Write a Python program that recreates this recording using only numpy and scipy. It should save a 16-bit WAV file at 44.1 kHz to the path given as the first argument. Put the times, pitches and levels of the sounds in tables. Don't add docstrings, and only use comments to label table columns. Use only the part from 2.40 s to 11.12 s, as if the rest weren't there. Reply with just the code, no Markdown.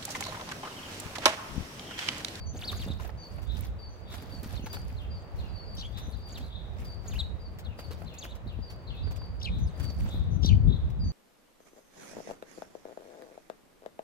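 import sys
import numpy as np
from scipy import signal
from scipy.fft import rfft, irfft, next_fast_len
from scipy.io import wavfile
from scipy.ndimage import uniform_filter1d, map_coordinates

SR = 44100
rng = np.random.default_rng(int(sys.argv[2]) if len(sys.argv) > 2 else 0)


def int16_out(signal):
    q = np.round(np.clip(np.atleast_2d(signal).T, -1, 1) * 32767)
    wavfile.write(sys.argv[1], SR, q.astype(np.int16))


N = 384552
TIME = np.arange(N) / SR

# t/s, level/dB
WIND_LEVEL = [(0, -44), (1.1, -42.5), (1.2, -38), (1.5, -49.5), (2.2, -40.5), (3.1, -46), (3.8, -44.5),
              (4.55, -40), (5.8, -47), (7.08, -37), (7.22, -28.5), (7.33, -42), (7.45, -34.5), (7.9, -30),
              (8.25, -24), (8.4, -35.5), (8.72, -37)]
# t/s, left minus right/dB
WIND_BALANCE = [(0, -2), (1.2, -10.5), (3.2, -2.5), (8.2, 7), (8.72, 0.5)]
# f/Hz, spectral level/dB
BUFFET_SPECTRUM = [(20, -25), (53, 7), (97, 4.5), (134, -7.5), (177, -10), (387, -30.5), (500, -63),
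                   (650, -36.5), (1100, -120)]
FLAP_SPECTRUM = [(60, -45), (110, 2.5), (170, 6), (260, -17), (450, -19), (1500, -120)]
RUSH_SPECTRUM = [(88, -38), (150, -3.5), (275, -7.5), (524, -4.5), (1060, -12), (2980, -25), (4580, -33.5),
                 (5790, -36.5), (13400, -48.5), (16000, -38)]
# f/Hz, correlation
RUSH_CORRELATION = [(200, 1), (640, 0.46), (1400, 0), (15000, 0)]

# t/s, f/Hz, level/dB
HIGH_NOTE = [(0, 4800, -11), (0.025, 4750, 1), (0.062, 4636, 1.5), (0.125, 4576, -8), (.15, 4600, -47)]
BUZZ_NOTE = [(0, 3450, 6.5), (0.03, 3623, 17.5), (0.058, 3692, 20.5), (.1, 3740, 13.5), (.115, 3966, -7)]
STEP_NOTE = [(0, 4770, -14), (.015, 4735, 3.5), (.045, 4685, -3.5), (.07, 4520, 4), (.095, 4430, -6.5)]
FALL_NOTE = [(0, 3900, -8), (.01, 4300, -1), (.03, 3550, 0), (.05, 2900, -7), (.095, 2650, -8),
             (.11, 2600, -25)]
THIN_NOTE = [(0, 6200, 8), (0.015, 6200, 19), (.065, 6270, 21.5), (.085, 6200, -28)]
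# t/s, level/dB, frequency ratio
HIGH_ONSETS = [(-.04, -53.5, .99), (.775, -54.5, .98), (1.385, -54.5, .978), (1.9, -56.5, .975),
               (3.135, -56, .965), (3.25, -57, .997), (3.82, -55.5, .995), (4.445, -54, .995),
               (6.78, -55.5, .995), (7.41, -51.5, .99), (8.018, -57, .985), (8.595, -53, .995)]
THIN_ONSETS = [(.06, -73, 1.002), (.77, -88, .99), (1.485, -85, .972), (2.225, -77, .998),
               (3.61, -82, .972), (7.19, -80.5, .99), (7.9, -84, .968), (8.635, -82, .98)]
# t/s, level/dB
BUZZ_ONSETS = [(1.06, -71.5), (1.655, -74.5), (3.52, -73.5), (4.1, -70.5), (6.54, -75), (7.08, -71.5),
               (7.68, -71), (8.27, -71.5)]
FALL_ONSETS = [(2.155, -53), (2.565, -54.5), (2.98, -55), (5.24, -55), (5.66, -53.5), (6.07, -54),
               (6.47, -52.5)]
# t/s, level/dB
STEP_ONSETS = [(.33, -56.5), (.89, -71), (1.61, -69), (1.775, -66), (3.075, -65), (3.745, -65), (7.33, -68),
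               (2.295, -54), (2.7, -58), (4.995, -62), (5.375, -59), (6.215, -56.5), (6.625, -59)]

# t/s, duration/s, level/dB
FLUTTER_BOUTS = [(0.159, 0.37, -52), (0.602, 0.058, -53.5), (0.83, 0.22, -64.5), (1.131, 0.14, -59.5),
                 (1.703, 0.7, -55), (2.43, 0.19, -62), (2.97, 0.12, -64.5), (3.367, 0.43, -61),
                 (3.882, 0.14, -57.5), (4.399, 0.08, -55.5), (4.664, 0.11, -54.5), (5.38, 0.51, -64),
                 (7.405, 0.1, -51), (7.544, 0.21, -56)]
# f/Hz, spectral level/dB
HUSK_SPECTRUM = [(600, -2.5), (2500, -6.5), (5000, -9.5), (9000, -17.5), (12500, -15), (16000, -17)]
# f/Hz, bandwidth/Hz, level/dB
BOARD_MODES = [(505, 1230, 4.5), (777, 500, 9), (1384, 230, 2), (1910, 460, 0.5), (2750, 620, -7)]
# t/s, level/dB, f/Hz of the struck spot
BOARD_KNOCKS = [(.328, -35.5, 1165), (.598, -39, 1012), (.647, -39.5, 700), (.692, -38, 860),
                (.983, -42, 717), (1.739, -38, 688), (2.135, -42, 530), (2.267, -35.5, 877),
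                (2.368, -37.5, 820), (4.366, -50, 606), (5.39, -39, 513), (5.508, -39, 487),
                (5.618, -39, 650), (5.851, -35.5, 700), (6.67, -40, 430), (6.709, -43.5, 750),
                (6.817, -45.5, 1039), (7.66, -42.5, 895)]
# t/s, level/dB
SEED_SCATTERS = [(0.316, -36), (0.5989, -48), (0.6416, -49), (1.0185, -50), (1.1682, -44.5),
                 (1.2471, -44.5), (1.719, -45.5), (1.7393, -40.5), (1.817, -50), (2.0318, -42.5),
                 (2.2605, -38.5), (2.3304, -36), (3.5733, -42), (3.9742, -41.5), (4.4473, -48.5),
                 (4.734, -44.5), (5.187, -43.5), (5.3882, -43.5), (5.5094, -44), (5.7394, -47),
                 (5.8366, -40.5), (5.952, -49.5), (6.3006, -47.5), (6.7086, -46), (6.7585, -47),
                 (7.1841, -52), (7.3988, -39.5), (7.4285, -42), (7.5977, -48.5), (8.5004, -52)]
TRAY_THUDS = [(0.463, -46), (0.502, -41), (2.06, -46), (2.195, -46.5), (2.24, -46.5), (3.682, -48.5),
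              (6.063, -48), (6.189, -48), (7.657, -48), (7.744, -47), (8.047, -36)]
HUSK_SNAPS = [(1.2085, -35.5), (2.0318, -37), (2.3296, -34.5), (3.3513, -43.5)]

# delay/s, start f/Hz, level/dB
CLEAR_CALLS = [(0.169, -49, 0.042, 0.02, 2020, -44.5, .061, 0.035, 2270, 4920, -41, .105, 4460, -32),
               (0.37, -50, 0.027, 0.048, 2500, -47.5, 0.11, 0.02, 3500, 3700, -50, 0.13, 3960, -46.5),
               (3.921, -50.5, 0.019, 0.051, 2295, -49, 0.081, 0.06, 3020, 4160, -56, 0.14, 4160, -60.5),
               (4.676, -48.5, .025, 0.056, 1570, -50.5, .076, 0.0223, 2430, 2980, -45, 0.11, 4130, -35),
               (5.784, -45.5, 0.024, 0.044, 2390, -44.5, 0.065, 0.07, 2860, 3760, -55.5, 0.12, 4100, -54.5)]
# delay/s, duration/s, start f/Hz, middle f/Hz, end f/Hz, level/dB
OPENING_GLIDES = [(-.011, 0.02, 3100, 4270, 5040, -9), (0, 0.018, 6940, 6670, 6030, 1)]
# t/s, duration/s, start f/Hz, middle f/Hz, end f/Hz, level/dB, overtone level/dB
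SINGLE_GLIDES = [(3.37, 0.047, 6100, 6150, 5900, -54, -32), (3.423, 0.05, 2720, 3260, 3320, -47.5, -22),
                 (3.72, 0.038, 4680, 4080, 3720, -54, -25), (5.506, 0.044, 4640, 4020, 3600, -58, -27),
                 (7.259, 0.057, 5920, 4360, 2980, -61, -5)]
# t/s, f/Hz, level/dB
UPPER_VOICE = [(-.074, 5900, -32), (-.069, 5800, -11.5), (-.045, 5030, -11), (-.03, 5560, -2),
               (-.012, 4600, -13.5), (0, 4150, 6), (.008, 3660, -23.5)]
LOWER_VOICE = [(-.072, 3310, -42), (-.064, 3330, -13), (-.045, 3600, -2.5), (-.03, 4100, -2.5),
               (-.008, 3855, -2.5), (.004, 3220, 1.5), (.02, 2600, -3.5), (.048, 2370, -7.5),
               (.058, 2270, -21)]
# t/s, time stretch, frequency ratio, slide per pulse/Hz, level/dB, lead-in/dB, ending/dB
HARSH_CHIRPS = [(3.424, 0.81, 1.01, 900, -36.5, -1, -18), (7.055, 0.76, 0.98, -700, -31.5, -6.5, 0),
                (8.088, 0.91, 1.0, -650, -31.5, 0.5, -4)]


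def amp(db):
    return 10 ** (np.asarray(db) / 20)


def unit(x):
    return x / np.sqrt(np.mean(x ** 2) + 1e-20)


def along(points, hz):
    f, values = np.transpose(points)
    return np.interp(np.log(hz + 1), np.log(f + 1), values)


def curves(rows, t):
    times, *columns = np.transpose(rows)
    return [np.interp(t, times, column) for column in columns]


def wobble(rate):
    return map_coordinates(rng.standard_normal(int(N * rate / SR) + 4), [TIME * rate])


def filtered(x, response):
    size = next_fast_len(N + SR // 4)
    return irfft(rfft(x, size) * response(np.fft.rfftfreq(size, 1 / SR)), size)[..., :N]


def add(track, s, sound):
    at = round(s * SR)
    part = track[..., max(at, 0):max(at + sound.shape[-1], 0)]
    part += sound[..., max(-at, 0):][..., :part.shape[-1]]


def wind():
    db, pan_db = curves(WIND_LEVEL, TIME)[0], curves(WIND_BALANCE, TIME)[0]
    thumps_db = 4.04 * np.array([wobble(14), wobble(14)])

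    def eddies(spectrum, rate, depth_db):
        lumps = amp(depth_db * np.array([wobble(rate), wobble(rate)]) + thumps_db)
        return unit(lumps * filtered(rng.standard_normal((2, N)), lambda hz: amp(along(spectrum, hz))))

    buffet = amp(5.5) * eddies(BUFFET_SPECTRUM, rate=5, depth_db=2.5)
    flap = amp(0.5 + 0.26 * db) * eddies(FLAP_SPECTRUM, rate=9, depth_db=4.5)
    return amp(db + np.array([pan_db, -pan_db]) / 2) * (buffet + flap)


def far_rush():
    def mid_and_side(hz):
        angle = np.arccos(np.clip(along(RUSH_CORRELATION, hz), -1, 1)) / 2
        return amp(along(RUSH_SPECTRUM, hz)) * [np.cos(angle), np.sin(angle)]

    mid, side = filtered(rng.standard_normal((2, N)), mid_and_side)
    swell_db = 0.6 * wobble(2.5) + 0.8 * wobble(8)
    return amp(-52.5 + swell_db) * unit(np.array([mid + side, mid - side]))


def quiver(count, depth):
    return 1 + depth * unit(uniform_filter1d(rng.standard_normal(count), size=40))


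def whistle(hz, gain, trill_hz, swing_hz, overtone_db):
    n = np.arange(len(hz))
    trill = swing_hz * np.sin(2 * np.pi * trill_hz * n / SR + rng.uniform(0, 2 * np.pi))
    waver = amp(2.5 * map_coordinates(rng.standard_normal(len(n) // 200 + 2), [n / 300]))
    phase = 2 * np.pi * np.cumsum(hz + trill) / SR
    overtones = amp(overtone_db) * (np.sin(2 * phase) + 0.3 * np.sin(3 * phase))
    return np.sqrt(2) * gain * waver * (np.sin(phase) + overtones)


def song(onsets, contour, trill_hz=60, swing_hz=30, jitter=0.0098):
    track = np.zeros(N)
    for s, level_db, *ratio in onsets:
        hz, db = curves(contour, np.arange(0, contour[-1][0], rng.normal(1, 0.062) / SR))
        pitch = hz * np.prod(ratio) * quiver(len(hz), jitter)
        add(track, s, whistle(pitch, amp(db + level_db), trill_hz, swing_hz, overtone_db=-np.inf))
    return track


def outdoors(x, pan_db, lag_ms, wet_db, t60):
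    t = np.arange(SR // 2) / SR
    tail = rng.standard_normal((2, len(t))) * amp(-60 * t / t60) * (1 - np.exp(-t / 0.0016))
    swaying = x * unit(1 + 1.1 * wobble(220))
    echo = signal.fftconvolve(swaying[None], tail / np.linalg.norm(tail[0]), axes=1)[:, :N]
    side = np.array([[0.5], [-0.5]])
    direct = filtered(x, lambda hz: amp(side * pan_db) * np.exp(-2j * np.pi * hz * side * lag_ms / 1000))
    return direct + amp(wet_db) * echo


def tits():
    first = song(HIGH_ONSETS, HIGH_NOTE) + song(BUZZ_ONSETS, BUZZ_NOTE, trill_hz=217.6, swing_hz=257)
    stepped = song(STEP_ONSETS, STEP_NOTE)
    falling = song(FALL_ONSETS, FALL_NOTE, trill_hz=73.4, swing_hz=134, jitter=0.044)
    return (outdoors(stepped + falling, pan_db=4, lag_ms=-0.47, wet_db=-1, t60=0.7)
            + outdoors(first, pan_db=4, lag_ms=-0.471, wet_db=-2.5, t60=0.95)
            + outdoors(song(THIN_ONSETS, THIN_NOTE), pan_db=3, lag_ms=-0.43, wet_db=-7, t60=0.4))


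def activity(floor_db=-73, onset_db_per_s=394, settle_db_per_s=156):
    s, length, db = np.transpose(FLUTTER_BOUTS)[:, :, None]
    before_db = onset_db_per_s * np.maximum(s - TIME, 0)
    after_db = settle_db_per_s * np.maximum(TIME - s - length, 0)
    return np.maximum(amp(np.max(db - before_db - after_db, axis=0)), amp(floor_db))


def husk_colour(x):
    return filtered(x, lambda hz: amp(along(HUSK_SPECTRUM, hz)))


def rustle():
    def band(hz):
        clumps = amp(2.5 * wobble(40) + 4 * wobble(250) + 6 * wobble(2500))
        grains = clumps * rng.standard_normal((2, N))
        return filtered(grains, lambda f: np.exp(-(np.log((f + 1) / hz) / 0.3) ** 2))

    husks = sum(band(hz) for hz in np.geomspace(800, 15000, 9))
    return activity() * unit(husk_colour(amp(2.4 * wobble(14)) * husks))


def resonance(f, centre_hz, width_hz):
    return 1j * f * width_hz / (centre_hz ** 2 - f * f + 1j * f * width_hz)


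def boards(f):
    return sum((-1) ** k * amp(db) * resonance(f, hz, width)
               for k, (hz, width, db) in enumerate(BOARD_MODES))


def patter(wingbeat_hz=20.94):
    def response(f):
        tray = resonance(f, 230, 200) ** 2 / (1 + 1j * f / 450) ** 2
        return boards(f) / (1 + 1j * f / 700) ** 2 + amp(11) * tray

    feet_db = 4.5 * wobble(25)
    wings_db = 5.6 * np.sin(2 * np.pi * wingbeat_hz * TIME + 1.74 * wobble(6))
    force = amp(feet_db + wings_db) * rng.standard_normal(N)
    return activity() * amp(3) * unit(filtered(force, response))


def glide(length, start_hz, middle_hz, end_hz, db, overtone_db=-24):
    u = np.linspace(0, 1, round(length * SR))
    bend = start_hz + (end_hz - start_hz) * u + 4 * u * (1 - u) * (middle_hz - (start_hz + end_hz) / 2)
    gain = amp(db) * np.sqrt(np.abs(np.sin(np.pi * u)))
    pitch = bend * quiver(len(u), depth=0.039)
    return whistle(pitch, gain, trill_hz=104.7, swing_hz=70, overtone_db=overtone_db)


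def sparrow_glides(fall_from_hz=5000, drop_length_s=0.032, drop_to_hz=3333):
    track = np.zeros(N)
    for (s, open_db, fall_at, fall_length, low_hz, fall_db,
         rise_at, rise_length, from_hz, to_hz, rise_db, drop_at, top_hz, drop_db) in CLEAR_CALLS:
        for delay, *shape, db in OPENING_GLIDES:
            add(track, s + delay, glide(*shape, db + open_db))
        fall = glide(fall_length, fall_from_hz, 0.47 * (fall_from_hz + low_hz), low_hz, fall_db)
        rise = glide(rise_length, from_hz, from_hz + 0.75 * (to_hz - from_hz), to_hz, rise_db)
        drop = glide(drop_length_s, top_hz, top_hz + 0.287 * (drop_to_hz - top_hz), drop_to_hz, drop_db)
        for delay, part in (fall_at, fall), (rise_at, rise), (drop_at, drop):
            add(track, s + delay, part)
    for s, *shape in SINGLE_GLIDES:
        add(track, s, glide(*shape))
    return outdoors(track, pan_db=1.5, lag_ms=0.03, wet_db=-8, t60=0.42)


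def impacts(events, gain_db, min_rise_s, spiky_db, shared, crack_db):
    track, t = np.zeros((2, N)), np.arange(SR // 16) / SR
    for s, db, *_ in events:
        u = t / (min_rise_s * rng.uniform(1, 3.23))
        envelope = u * np.exp(1 - u) + amp(crack_db) * np.exp(-t / 0.0013)
        grains = rng.standard_normal((3, len(t))) * amp(spiky_db * rng.standard_normal(len(t))) * envelope
        common = np.array([grains[2], np.roll(grains[2], rng.integers(-20, 21))])
        brightness = rng.uniform(0, 0.17)
        puff = signal.lfilter([1, -brightness], [1], shared * common + grains[:2])
        balance_db = rng.normal(0, 0.76) * np.array([[1], [-1]])
        add(track, s, amp(db + gain_db + balance_db) * puff)
    return track


def seed_scatter():
    collisions = impacts(SEED_SCATTERS, gain_db=-3.5, min_rise_s=0.0032, spiky_db=7, shared=1.5, crack_db=0)
    return husk_colour(collisions)


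def ring(hz, db, rise_s, t60):
    t = np.arange(SR // 16) / SR
    return amp(db - 60 * t / t60) * np.minimum(t / rise_s, 1) * np.sin(2 * np.pi * hz * t)


def knocks():
    force = impacts(BOARD_KNOCKS, gain_db=-2, min_rise_s=0.002, spiky_db=2, shared=1.27, crack_db=7.5)
    track = filtered(force, lambda f: boards(f) / (1 + 1j * f / 4000) ** 2)
    for s, db, hz in BOARD_KNOCKS:
        add(track, s, ring(hz, db, rise_s=0.0011, t60=0.042))
    return track


def thuds():
    track = np.zeros(N)
    for s, db in TRAY_THUDS:
        add(track, s, -ring(hz=210, db=db + 19.5, rise_s=0.001, t60=0.028))
    return track


def husk_snaps():
    cracks = impacts(HUSK_SNAPS, gain_db=-8.5, min_rise_s=0.00071, spiky_db=1, shared=1.5, crack_db=1.5)
    return filtered(cracks, lambda f: resonance(f, 12000, 5000))


def harsh_sparrow(pulse_s=0.015, pulse_fade_db=8.5, jitter=0.066, hiss_db=-35, floor_hz=2285):
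    track = np.zeros(N)
    for s, stretch, ratio, slide_hz, level_db, lead_db, ending_db in HARSH_CHIRPS:
        for voice, trill_hz in (UPPER_VOICE, 125), (LOWER_VOICE, 170):
            t = np.arange(voice[0][0] * stretch, voice[-1][0] * stretch, 1 / SR)
            hz, db = curves(voice, t / stretch)
            cycle = t / pulse_s % 1
            lead_in, before_break = t < -0.012 * stretch, t < 0
            parts_db = lead_db * lead_in + ending_db * np.clip(t / pulse_s, 0, 1)
            gain = amp(level_db + db + parts_db - pulse_fade_db * cycle) * np.sqrt(np.sin(np.pi * cycle))
            hiss = gain * amp(hiss_db) * np.diff(rng.standard_normal(len(t) + 1)) * before_break
            pitch = ratio * hz * quiver(len(t), jitter * before_break) + slide_hz * (cycle - 0.5)
            tone = whistle(np.maximum(pitch, floor_hz), gain, trill_hz, swing_hz=131, overtone_db=-21.5)
            add(track, s + t[0], hiss + tone)
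    return outdoors(track, pan_db=3, lag_ms=-0.43, wet_db=-12, t60=0.25)


def scene():
    air = wind() + far_rush()
    feeder = seed_scatter() + knocks() + thuds() + husk_snaps() + rustle() + patter()
    return air + feeder + tits() + sparrow_glides() + harsh_sparrow()


def record(dry):
    return filtered(dry, lambda hz: hz < 15850)


dry = scene()
out = record(dry)
int16_out(out)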